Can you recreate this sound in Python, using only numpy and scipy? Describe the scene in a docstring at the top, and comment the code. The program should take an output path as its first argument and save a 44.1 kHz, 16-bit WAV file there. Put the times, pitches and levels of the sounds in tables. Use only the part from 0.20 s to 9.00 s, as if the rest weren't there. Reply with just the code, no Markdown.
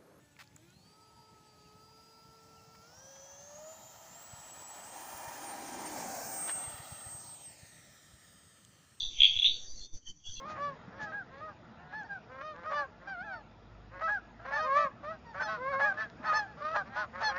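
"""Country air with a far hum and insects lies under everything, with light wind bumps, close ticks and
scrapes and a few bird chirps.
A small electric ducted-fan jet spools up on a road, rolls past a hand-held microphone and climbs away.
Shaft orders and an eleven-blade whine are sines; duct hiss, body rumble, hum and buzz are shaped noise.
The asphalt echo combs the hiss and the blade tone, its delay growing as the jet lifts off."""
import sys
import numpy as np
from scipy import signal
from scipy.fft import rfft, irfft
from scipy.io import wavfile
from scipy.ndimage import uniform_filter1d

SR = 44100
rng = np.random.default_rng(int(sys.argv[2]) if len(sys.argv) > 2 else 0)


def volts_from_decibels(level):
    """Turn decibel levels (scalar or array-like) into linear amplitude factors."""
    exponent = np.asarray(level, float) / 20
    return 10 ** exponent


def store_wav(level_fs):
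    """Save 16-bit WAV to argv[1]."""
    pcm = np.round(np.clip(np.atleast_2d(level_fs), -1, 1) * 32767)
    wavfile.write(sys.argv[1], SR, pcm.T.astype(np.int16))


N = 388080  # 8.8 s

# short-time grid: frequency in Hz down, time in seconds across
HZ = np.fft.rfftfreq(1024, 1 / SR)[:, None]
TIME = np.arange(N // 256 + 5) * 256 / SR


def evened(x):
    """Scales to rms 1."""
    return x / np.sqrt(np.mean(x ** 2) + 1e-20)


def columns(rows, t):
    """Reads every column of a table at the positions t of its first column."""
    s, *values = np.transpose(rows)
    return [np.interp(t, s, v) for v in values]


def read(points, hz):
    """Reads a spectrum on a log-frequency axis."""
    f, value = np.transpose(points)
    return np.interp(np.log(hz + 1), np.log(f + 1), value)


def add(mix, s, sound):
    """Mixes a sound in at second s."""
    part = mix[max(round(s * SR), 0):][:len(sound)]
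    part += sound[:len(part)]


def band(x, hz, width):
    """One resonance of gain 1."""
    return signal.lfilter(*signal.iirpeak(min(hz, SR / 2.5), max(hz / width, .3), SR), x)


def drift(smooth):
    """Random wander of rms 1, averaged twice over so many seconds."""
    size = max(int(smooth * SR), 1)
    return evened(uniform_filter1d(uniform_filter1d(rng.standard_normal(N), size), size))


def noise(shape, patchy_db):
    """Random short-time spectra of the given magnitude, with drifting patches."""
    a, b, patches = rng.standard_normal((len(TIME), len(HZ), 3)).T
    patches = evened(uniform_filter1d(uniform_filter1d(patches, size=10, axis=0), size=10, axis=1))
    z = (a + 1j * b) * shape * volts_from_decibels(patchy_db * patches)
    return signal.istft(z, nperseg=1024, noverlap=768)[1][:N] / np.sqrt(3 * len(HZ))


# Still air round the microphone. Each row: frequency in Hz, relative density in dB per Hz.
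AIR_SPECTRUM = [(25, -54), (60, -5.5), (130, 2.5), (320, -11.5), (600, -15), (1200, -21), (2500, -19.5),
                (5000, -25.5), (7000, -19.5), (7900, -30), (9000, -70), (12500, -42), (15600, -47.5)]
AIR_DB = -64.5  # rms of the whole background


def field():
    """Still background as shaped noise; its bass comes in lumps of wind."""
    shape = volts_from_decibels(read(AIR_SPECTRUM, HZ))
    wind = evened(uniform_filter1d(rng.standard_normal(len(TIME)), size=6))
    lumps = volts_from_decibels(1.7 * wind * np.exp(-(HZ / 220) ** 2))
    return volts_from_decibels(AIR_DB) * evened(noise(shape * lumps, patchy_db=1.96))


# The hum from far off. Each row: time in seconds, level in dB.
DRONE_LEVEL = [(0, -78), (.5, -66), (1.2, -76), (4, -68), (8, -82), (8.55, -63.5), (8.8, -72)]
DRONE_HZ, DRONE_WIDTH_HZ = 157, 30


def drone():
    """A low rough hum from far off, perhaps traffic: noise through one narrow resonance."""
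    shape = 1 / (1 + (2 * (HZ - DRONE_HZ) / DRONE_WIDTH_HZ) ** 2)
    return noise(evened(shape) * volts_from_decibels(columns(DRONE_LEVEL, TIME)[0]), patchy_db=1.5)


def insects():
    """A far chorus in the fields: one hissing treble band that flickers fast."""
    shape = np.exp(-((HZ - 11000) / 750) ** 2) * np.ones(len(TIME))
    return volts_from_decibels(-82.0 + 2 * drift(0.001)) * evened(noise(shape, patchy_db=-2.5))


# Throttle moves. Each row: start in seconds, length in seconds, shaft speed in Hz it settles at.
THROTTLE_MOVES = [(0, .19, 280.7), (.315, .116, 346.6), (.435, .204, 416), (.636, .138, 429.7),
                  (1.097, .205, 419.8), (1.49, .122, 433.8), (1.612, .266, 440.1), (2.583, .066, 464.6),
                  (2.657, .081, 515.5), (2.735, .077, 531.6), (2.812, .28, 544.4), (3.094, .25, 589.2),
                  (3.344, .114, 632.6), (3.636, .12, 640.5), (3.883, .11, 695.1), (4.542, .101, 722.6),
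                  (4.645, .158, 783.5)]
IDLE_HZ, FULL_HZ, ROTOR_LAG_S = 295.3, 783.5, .043
# Rolling past: the speed follows an S-curve, and the jet passes 5.5 m from the microphone.
TOP_M_PER_S, HALF_SPEED_S, SPEEDUP_S = 34.385, 9.141, 7.545
PASS_S, ASIDE_M, SOUND_M_PER_S = 5.819, 5.537, 343
TURN_FROM_S, TURN_TO_S = 0.7, 3.1  # from side-on, the nose swings to the microphone


def motion(t):
    """Shaft speed in Hz, Doppler factor, distance in m, and facing (nose on 1, tail on -1)."""
    step = t[1] - t[0]
    before = [IDLE_HZ] + [hz for _, _, hz in THROTTLE_MOVES]
    change = sum((hz - old) * np.clip((t - s) / length, 0, 1)
                 for (s, length, hz), old in zip(THROTTLE_MOVES, before))
    lag = np.exp(-step / ROTOR_LAG_S)
    shaft_hz = IDLE_HZ + signal.lfilter([1 - lag], [1, -lag], change)
    speed = TOP_M_PER_S * (1 + np.tanh((t - HALF_SPEED_S) / SPEEDUP_S)) / 2
    along = np.cumsum(speed) * step
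    along -= np.interp(PASS_S, t, along)
    distance = np.hypot(along, ASIDE_M)
    turned = np.clip((t - TURN_FROM_S) / (TURN_TO_S - TURN_FROM_S), 0, 1)
    facing = -along / distance * turned
    doppler = 1 / (1 + speed * along / distance / SOUND_M_PER_S)
    return shaft_hz, doppler, distance, facing


# Echo strengths. Each row: time in seconds, share off the road, share off the microphone's holder.
ECHO_SHARE = [(0, 0.46, 0.08), (2.7, 0.63, 0.18), (4.2, 0.15, 0.12), (5, 0.66, 0.16), (5.7, 0.58, 0.07),
              (6.05, 1, 0.31), (6.3, 0.82, 0.43), (6.5, 0.76, 0.65), (6.8, 0.3, 0.79), (7, 0.54, 0.23),
              (7.3, 0.84, 0.29), (8, 0.82, 0.33), (8.8, 1, 0.58)]
# Echo paths. Each row: time in seconds, delay off the road in ms, delay off the holder in ms.
ECHO_DELAY = [(0, .22, 1.6), (2.7, .19, 1.5), (4.2, .14, 1.27), (5, .13, 1.2), (6.05, .145, 1.3),
              (6.3, .12, 1.42), (6.66, .07, 1.51), (6.88, .095, 1.52), (7, .15, 1.52), (7.1, .22, 1.52),
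              (7.3, .39, 1.53), (7.4, .445, 1.54), (7.6, .51, 1.57), (7.8, .55, 1.58), (8.4, .62, 1.62),
              (8.8, .72, 1.68)]
ROAD_TURN = 0.05  # phase shift of the grazing bounce, radians


def road_echo(hz, t):
    """Gain of direct sound plus road bounce; rough road and stirred air scatter the echo's treble."""
    share = np.clip(columns(ECHO_SHARE, t)[0], 0, 1)
    delay_ms = columns(ECHO_DELAY, t)[0]
    phase = 2 * np.pi * hz * delay_ms / 1000 - ROAD_TURN
    return abs(1 + share * volts_from_decibels(-.6 * hz / 1000) * np.exp(-1j * phase))


def lifted(modes, hz):
    """dB that a tone gains from the airframe modes it lies near."""
    return sum(gain_db / (1 + (2 * (hz - mode_hz) / width) ** 2) for mode_hz, width, gain_db in modes)


# Blade tone, swelling where its beam sweeps past. Each row: time in seconds, level in dB before echo.
BLADE_LEVEL = [(0, -96), (.42, -101), (.56, -71), (1.3, -71), (1.97, -69), (2.3, -83), (2.66, -79),
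               (2.78, -61.5), (3.25, -57.5), (3.7, -59), (3.96, -57.5), (4.5, -53), (4.95, -62.5),
               (5.29, -50), (5.45, -58), (6.0, -60), (6.19, -42.5), (6.33, -38.5), (6.62, -51), (6.76, -48),
               (6.97, -47.5), (7.24, -52), (7.45, -65.5), (8.8, -72.5)]
# Brief dropouts and flares of it. Each row: time in seconds, half length in seconds, change in dB.
BLADE_FADES = [(0.79, .02, -22), (0.932, 0.023, -16), (1.14, 0.049, -14), (1.22, .03, -24),
               (1.366, 0.031, -9), (1.55, 0.045, -12), (2.43, .04, -4), (2.63, 0.037, -20),
               (3.324, .02, -7), (3.413, .02, -10), (3.617, .04, -10), (3.742, 0.028, -16),
               (3.844, .05, -22), (5.14, 0.068, -20), (5.363, 0.027, -22), (5.665, .02, 9.5),
               (6.665, .03, -3)]
# Double blade tone. Each row: time in seconds, level in dB.
DOUBLE_LEVEL = [(0, -102), (.7, -83), (1, -92), (3.3, -95), (3.5, -76), (4.06, -79), (4.1, -100)]
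# Common level of the three lowest shaft orders. Each row: time in seconds, level in dB.
LOW_LEVEL = [(0, -96.5), (.45, -91), (.57, -93), (.7, -86), (2.6, -82), (3.2, -80.5), (3.46, -75),
             (3.6, -85), (4.06, -77), (4.5, -86), (4.9, -76), (5.3, -73.5), (5.7, -69.5), (6.2, -68),
             (6.6, -73.5), (7.1, -84), (7.6, -100), (8.8, -107)]
# Orders 1 to 3 against that level, in dB.
LOW_ORDER_OFFSETS = [0, -8.5, -2.1]
# Airframe modes that lift the low orders. Each row: frequency in Hz, width in Hz, lift in dB.
LOW_MODES = [(290, 42, 14), (333.5, 40, 24), (437, 71, 7.5), (549, 121, 16.5), (621, 65, 19.5),
             (686, 35, 9), (790, 53, 15), (858.6, 42, 16.5), (1327, 317, 20), (1613, 132, 12.5),
             (2420, 140, 10.5)]
# Common level of the weaker shaft orders. Each row: time in seconds, level in dB.
WEAK_LEVEL = [(0, -86), (.35, -93), (.5, -79), (.6, -99), (1.2, -88.5), (2.5, -85), (2.9, -80.5),
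              (3.3, -78), (3.6, -80), (4.5, -85), (5.5, -88), (6, -87), (6.5, -72), (7.3, -82), (8.8, -87)]
# The weaker orders. Each row: multiple of the shaft speed, dB over their common level.
WEAK_ORDERS = [(4, -6), (5, -4), (6, 1), (7, -6), (8, -8), (9, -5), (10, -9), (12, -4), (33, -16)]
# Airframe modes that lift the weaker orders. Each row: frequency in Hz, width in Hz, lift in dB.
WEAK_MODES = [(1450, 140, 12.5), (1665, 150, 13), (2280, 410, 0.5), (2490, 180, 5), (3200, 320, 5.5)]
# Commutation against switching. Each row: time in seconds, rising and falling sideband in dB.
SIDEBAND_LEVEL = [(.36, -110, -110), (.42, -82, -100), (.55, -91, -94), (.66, -105, -88), (.78, -115, -115)]
BLADES = 11
# close to the pass the blade tone throbs
THROB_FROM_S, THROB_TO_S, THROB_NULL_S, THROB_PER_S, THROB_DEPTH = 5.39, 6.0, 5.502, 15.1, .6
# switching whistle of the motor controller, falling 30 dB per second from its end time on
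SWITCH_HZ, SWITCH_DB, SWITCH_WAVER_DB, SWITCH_END_S = 7922.6, -81, 3, 3


def whine():
    """Shaft orders and controller whistle as sines; turbulence on the path makes the orders flutter."""
    t = np.arange(N) / SR
    shaft_hz, doppler = motion(TIME)[:2]
    shaft_hz = shaft_hz * doppler
    turn = 2 * np.pi * np.cumsum(np.interp(t, TIME, shaft_hz) * (1 + 0.00032 * drift(.01))) / SR

    fade_db = sum(db * np.exp(-((TIME - s) / half) ** 2) for s, half, db in BLADE_FADES)
    blade_db = columns(BLADE_LEVEL, TIME)[0] + fade_db
    depth = THROB_DEPTH * np.clip(20 * np.minimum(TIME - THROB_FROM_S, THROB_TO_S - TIME), 0, 1)
    throb = abs(1 - depth * np.exp(2j * np.pi * THROB_PER_S * (TIME - THROB_NULL_S)))
    blade = np.interp(t, TIME, volts_from_decibels(blade_db) * throb * road_echo(BLADES * shaft_hz, TIME))
    out = blade * volts_from_decibels(1.0 * drift(0.014)) * np.sin(BLADES * turn)
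    out += volts_from_decibels(columns(DOUBLE_LEVEL, t)[0] + 1.1 * drift(0.027)) * np.sin(2 * BLADES * turn)

    for k, db in enumerate(LOW_ORDER_OFFSETS, start=1):
        order_db = columns(LOW_LEVEL, TIME)[0] + db + lifted(LOW_MODES, k * shaft_hz)
        level_db = np.interp(t, TIME, order_db)
        out += volts_from_decibels(level_db + 2.2 * drift(.06)) * np.sin(k * turn + .3 * drift(.03))
    for k, db in WEAK_ORDERS:
        order_db = columns(WEAK_LEVEL, TIME)[0] + db + lifted(WEAK_MODES, k * shaft_hz)
        level_db = np.interp(t, TIME, order_db)
        level = volts_from_decibels(level_db + 2.5 * drift(.15) + 3 * drift(.008))
        out += level * np.sin(k * turn + 2 * np.pi * rng.random())

    switch = 2 * np.pi * np.cumsum(np.interp(t, TIME, SWITCH_HZ * doppler)) / SR
    rising_db, falling_db = columns(SIDEBAND_LEVEL, t)
    out += volts_from_decibels(rising_db) * np.sin(switch + 12 * turn)
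    out += volts_from_decibels(falling_db) * np.sin(2 * switch - 6 * turn)
    switch_db = SWITCH_DB + SWITCH_WAVER_DB * drift(0.027) + 1.8 * drift(0.01)
    switch_db -= 30 * np.maximum(t - SWITCH_END_S, 0)
    out += volts_from_decibels(switch_db) * np.sin(switch)
    return np.sqrt(2) * out  # so the levels are rms


# Foam body at rest. Each row: frequency in Hz before the shift below, width in Hz, relative level in dB.
BODY_MODES = [(327, 176, -6), (658, 190, -6), (824, 154, -5), (981.6, 180, -2), (1346, 294, -9),
              (1912, 244, -11), (2610, 51, -12.5), (2980, 120, -13), (3350, 79, -9.5)]
# Duct hiss. Each row: frequency in Hz, relative density in dB per Hz.
HISS_SPECTRUM = [(400, -36), (1000, 7), (1900, 20), (2600, 13.5), (3700, 16), (5000, 14), (6500, 14),
                 (7600, 9.5), (8000, 2), (9500, -2), (10300, -3), (12000, -11.5), (13800, -16.5),
                 (15600, -19.5)]
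# Colour of the hiss. Each row: time in seconds, treble tilt in dB per kHz, change above 9 kHz in dB.
HISS_COLOUR = [(0, 1.5, 5), (1.15, 0.54, 6), (1.9, 2.1, -3.5), (2.65, 3, -15), (3, 3, -13), (3.5, 2.04, -3),
               (4.7, 1.2, 5), (4.85, 1.5, 8), (5.3, 0.56, 10.5), (5.6, .5, 9), (5.9, 1.38, 4.5),
               (6.15, 2, 5.5), (6.47, 2.5, -5.5), (6.9, 2.5, -3.5), (7.4, 1.5, 0), (8.8, 1.1, 3.5)]
# How the jet radiates. Each row: facing from tail -1 to nose 1, then changes in dB of the rumble,
# the hiss, the lowest body mode and the upper body modes.
RADIATION = [(-1.05, 0.5, 3, -3.5, 1.5), (-0.9, -4, -1, 0, 3), (-0.92, -2.5, -1, 1.7, 3.5),
             (-0.22, -1, 0.8, 0.5, 0), (0.018, 1.3, 1.3, 4, -0.7), (0.53, 0.4, 0.4, 3, -2.3),
             (.8, 2.5, 1.5, -5, 1.5), (1, 3, 1.5, -8, 3), (1, 4.5, 1.5, -6, -2)]
# dB at full throttle about 10 m away; dB per dB of shaft speed
BODY_DB, BODY_GROWTH, DUCT_DB, DUCT_GROWTH = -47, 1, -48, 1.18
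SPREAD_M = 2.67  # plume and wheels sound over some length, which flattens the peak of the pass
GROUND_DB_PER_M = 0.2627  # further loss with distance
MODE_FACTOR, MODE_SAG, SAG_S, SAG_LENGTH_S = 0.94, 0.18, 5.95, 0.17  # body modes sag at the pass


def rush():
    """Duct hiss with a hump round the blade tone and rumble in the foam body, both echoed."""
    shaft_hz, doppler, distance, facing = motion(TIME)
    speed_db = 20 * np.log10(shaft_hz / FULL_HZ)
    path_db = -20 * np.log10(np.hypot(distance, SPREAD_M) / 10) - GROUND_DB_PER_M * (distance - 10)
    rumble_db, hiss_db, low_db, upper_db = columns(RADIATION, facing)
    rumble_db = rumble_db + BODY_DB + BODY_GROWTH * speed_db + path_db
    hiss_db = hiss_db + DUCT_DB + DUCT_GROWTH * speed_db + path_db

    tilt_db, top_db = columns(HISS_COLOUR, TIME)
    hump_db = 6.4 * np.exp(-((HZ - BLADES * shaft_hz * doppler) / 700) ** 2)
    colour_db = tilt_db * (HZ / 1000 - 4.0) + top_db * (1 + np.tanh((HZ - 9000) / 800)) / 2
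    hiss = evened(volts_from_decibels(read(HISS_SPECTRUM, HZ))) * volts_from_decibels(hiss_db + hump_db + colour_db)

    shift = MODE_FACTOR - MODE_SAG * np.exp(-((TIME - SAG_S) / SAG_LENGTH_S) ** 2)
    modes = [volts_from_decibels(2 * db) / (1 + (2 * (HZ - hz * shift) / width) ** 2) ** 2
             for hz, width, db in BODY_MODES]  # as power
    radiated = modes[0] * volts_from_decibels(2 * low_db) + sum(modes[1:4]) + sum(modes[4:]) * volts_from_decibels(2 * upper_db)
    rumble = np.sqrt(radiated / np.mean(sum(modes), 0)) * volts_from_decibels(rumble_db)

    holder, holder_ms = columns(ECHO_SHARE, TIME)[1], columns(ECHO_DELAY, TIME)[1]
    holder_phase = 2 * np.pi * HZ * holder_ms / 1000
    near_echo = abs(1 + holder * volts_from_decibels(-1.2 * HZ / 1000) * np.exp(-1j * holder_phase))
    flicker = volts_from_decibels(.6 * drift(.02))
    return flicker * noise(np.hypot(hiss, rumble) * road_echo(HZ, TIME) * near_echo, patchy_db=1.2)


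# Ticks close by. Each row: time in seconds, peak in dB, pitch in Hz, treble in dB against the ring.
TICK_EVENTS = [(.166, -48, 1890, -30), (.275, -48.5, 4900, -30), (.363, -41.5, 7000, -16),
               (0.366, -49.5, 1700, -30), (.504, -51, 6960, -25), (6.2954, -24, 1480, -45),
               (8.449, -49.5, 3200, -25), (8.4492, -46, 6760, -20)]
# Scrapes close by. Each row: start in seconds, end in seconds, body rms in dB before the fades,
# pitch in Hz, treble in dB against the body.
SCRAPE_EVENTS = [(0.186, 0.23, -52.5, 1830, -8), (0.233, 0.245, -71, 2500, 5),
                 (2.548, 2.558, -59, 1290, -10), (2.95, 2.971, -64, 1500, -14),
                 (6.272, 6.324, -45, 1450, -21)]


def crackle():
    """Ticks as ringing puffs of noise, and scrapes as dense uneven runs of ticks."""
    out, t = np.zeros(N), np.arange(400) / SR
    for s, db, hz, treble_db in TICK_EVENTS:
        puff = rng.standard_normal(len(t)) * np.exp(-t / .0008)
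        ring = band(band(band(puff, hz, 2000), hz, 2000), hz, 2000)
        tick = evened(ring) + volts_from_decibels(treble_db) * evened(np.diff(puff, prepend=0))
        add(out, s, volts_from_decibels(db) * tick / abs(tick).max())
    for start, end, db, hz, treble_db in SCRAPE_EVENTS:
        hit, size, sign = rng.random((int((end - start) * SR), 3)).T
        # about 2500 slips per second, few of them large
        slips = (hit < 2500 / SR) * volts_from_decibels(-5.5 * np.log(size + 0.15)) * np.sign(sign - .5)
        body = band(band(slips, hz, 2300), hz, 2300)
        scrape = evened(body) + volts_from_decibels(treble_db) * evened(band(slips, 3900, 2200))
        add(out, start, volts_from_decibels(db) * scrape * signal.windows.tukey(len(slips), .3))
    return out


# Wind on the microphone. Each row: start in seconds, envelope peak in dB, frequency in Hz.
WIND_BUMPS = [(0.558, -49.5, 141), (2.579, -60, 86.1), (2.769, -52, 109), (4.123, -43, 111),
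              (4.929, -51, 82.6), (5.066, -44, 110), (6.464, -40.5, 99.6), (6.529, -45, 89.5),
              (6.589, -41, 118), (6.712, -38, 111), (6.854, -42.5, 96), (6.938, -43, 113),
              (7.267, -54, 142), (7.421, -44, 115), (7.924, -48.5, 86.1)]


def bumps():
    """Each puff pushes the membrane for about two cycles."""
    out = np.zeros(N)
    for s, db, hz in WIND_BUMPS:
        cycles = np.arange(int(3.5 * SR / hz)) * hz / SR
        add(out, s, volts_from_decibels(db) * np.sin(2 * np.pi * cycles) * np.exp(-((cycles - 1.6) / 0.54) ** 2))
    return out


# The buzzing panel. Each row: time in seconds, level in dB.
BUZZ_LEVEL = [(.55, -101), (.65, -72), (1, -58), (1.3, -71), (1.55, -86), (1.7, -62.5), (2.5, -68),
              (2.8, -99)]


def buzz():
    """A panel of the airframe buzzes on one rough note at low throttle: narrow-band noise."""
    shape = 1 / (1 + (2 * (HZ - 905) / 30) ** 2)
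    return noise(evened(shape) * volts_from_decibels(columns(BUZZ_LEVEL, TIME)[0]), patchy_db=1.5)


# A bird far off. Each row: start in seconds, length in seconds, first pitch in Hz, last pitch in Hz,
# relative level in dB (8 dB below the peak).
BIRD_CHIRPS = [(.64, 0.043, 3150, 3350, -77), (1.43, 0.059, 2975, 2500, -77),
               (2.35, 0.071, 3170, 2460, -74)]


def bird():
    """Short gliding whistles, far off: sines that swell and fade."""
    out = np.zeros(N)
    for s, length, start_hz, end_hz, db in BIRD_CHIRPS:
        hz = np.linspace(start_hz, end_hz, int(length * SR))
        whistle = np.sin(2 * np.pi * np.cumsum(hz) / SR)
        add(out, s, volts_from_decibels(db + 8.0) * np.hanning(len(hz)) * whistle)
    return out


def scene():
    """All sources at the microphone, in one channel."""
    jet = whine() + rush() + buzz()
    surroundings = drone() + field() + insects() + bumps() + crackle() + bird()
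    return (jet + surroundings)[None]


def top_cut(x):
    """Nothing passes above the cut-off."""
    return signal.sosfilt(signal.butter(12, 16440, fs=SR, output="sos"), x)


# Microphone port. Each row: frequency in Hz, gain in dB.
PORT_RESPONSE = [(20, -18), (60, -1.5), (13600, -1.5), (14300, 8.5), (15250, 12), (15500, 19.5),
                 (15700, -24)]


def record(dry):
    """The microphone port thins the deep bass and rings in the top octave."""
    hz = np.fft.rfftfreq(N, 1 / SR)
    heard = irfft(rfft(dry, axis=1) * volts_from_decibels(read(PORT_RESPONSE, hz)), N, axis=1)
    return top_cut(heard)


dry = scene()
out = record(dry)
store_wav(out)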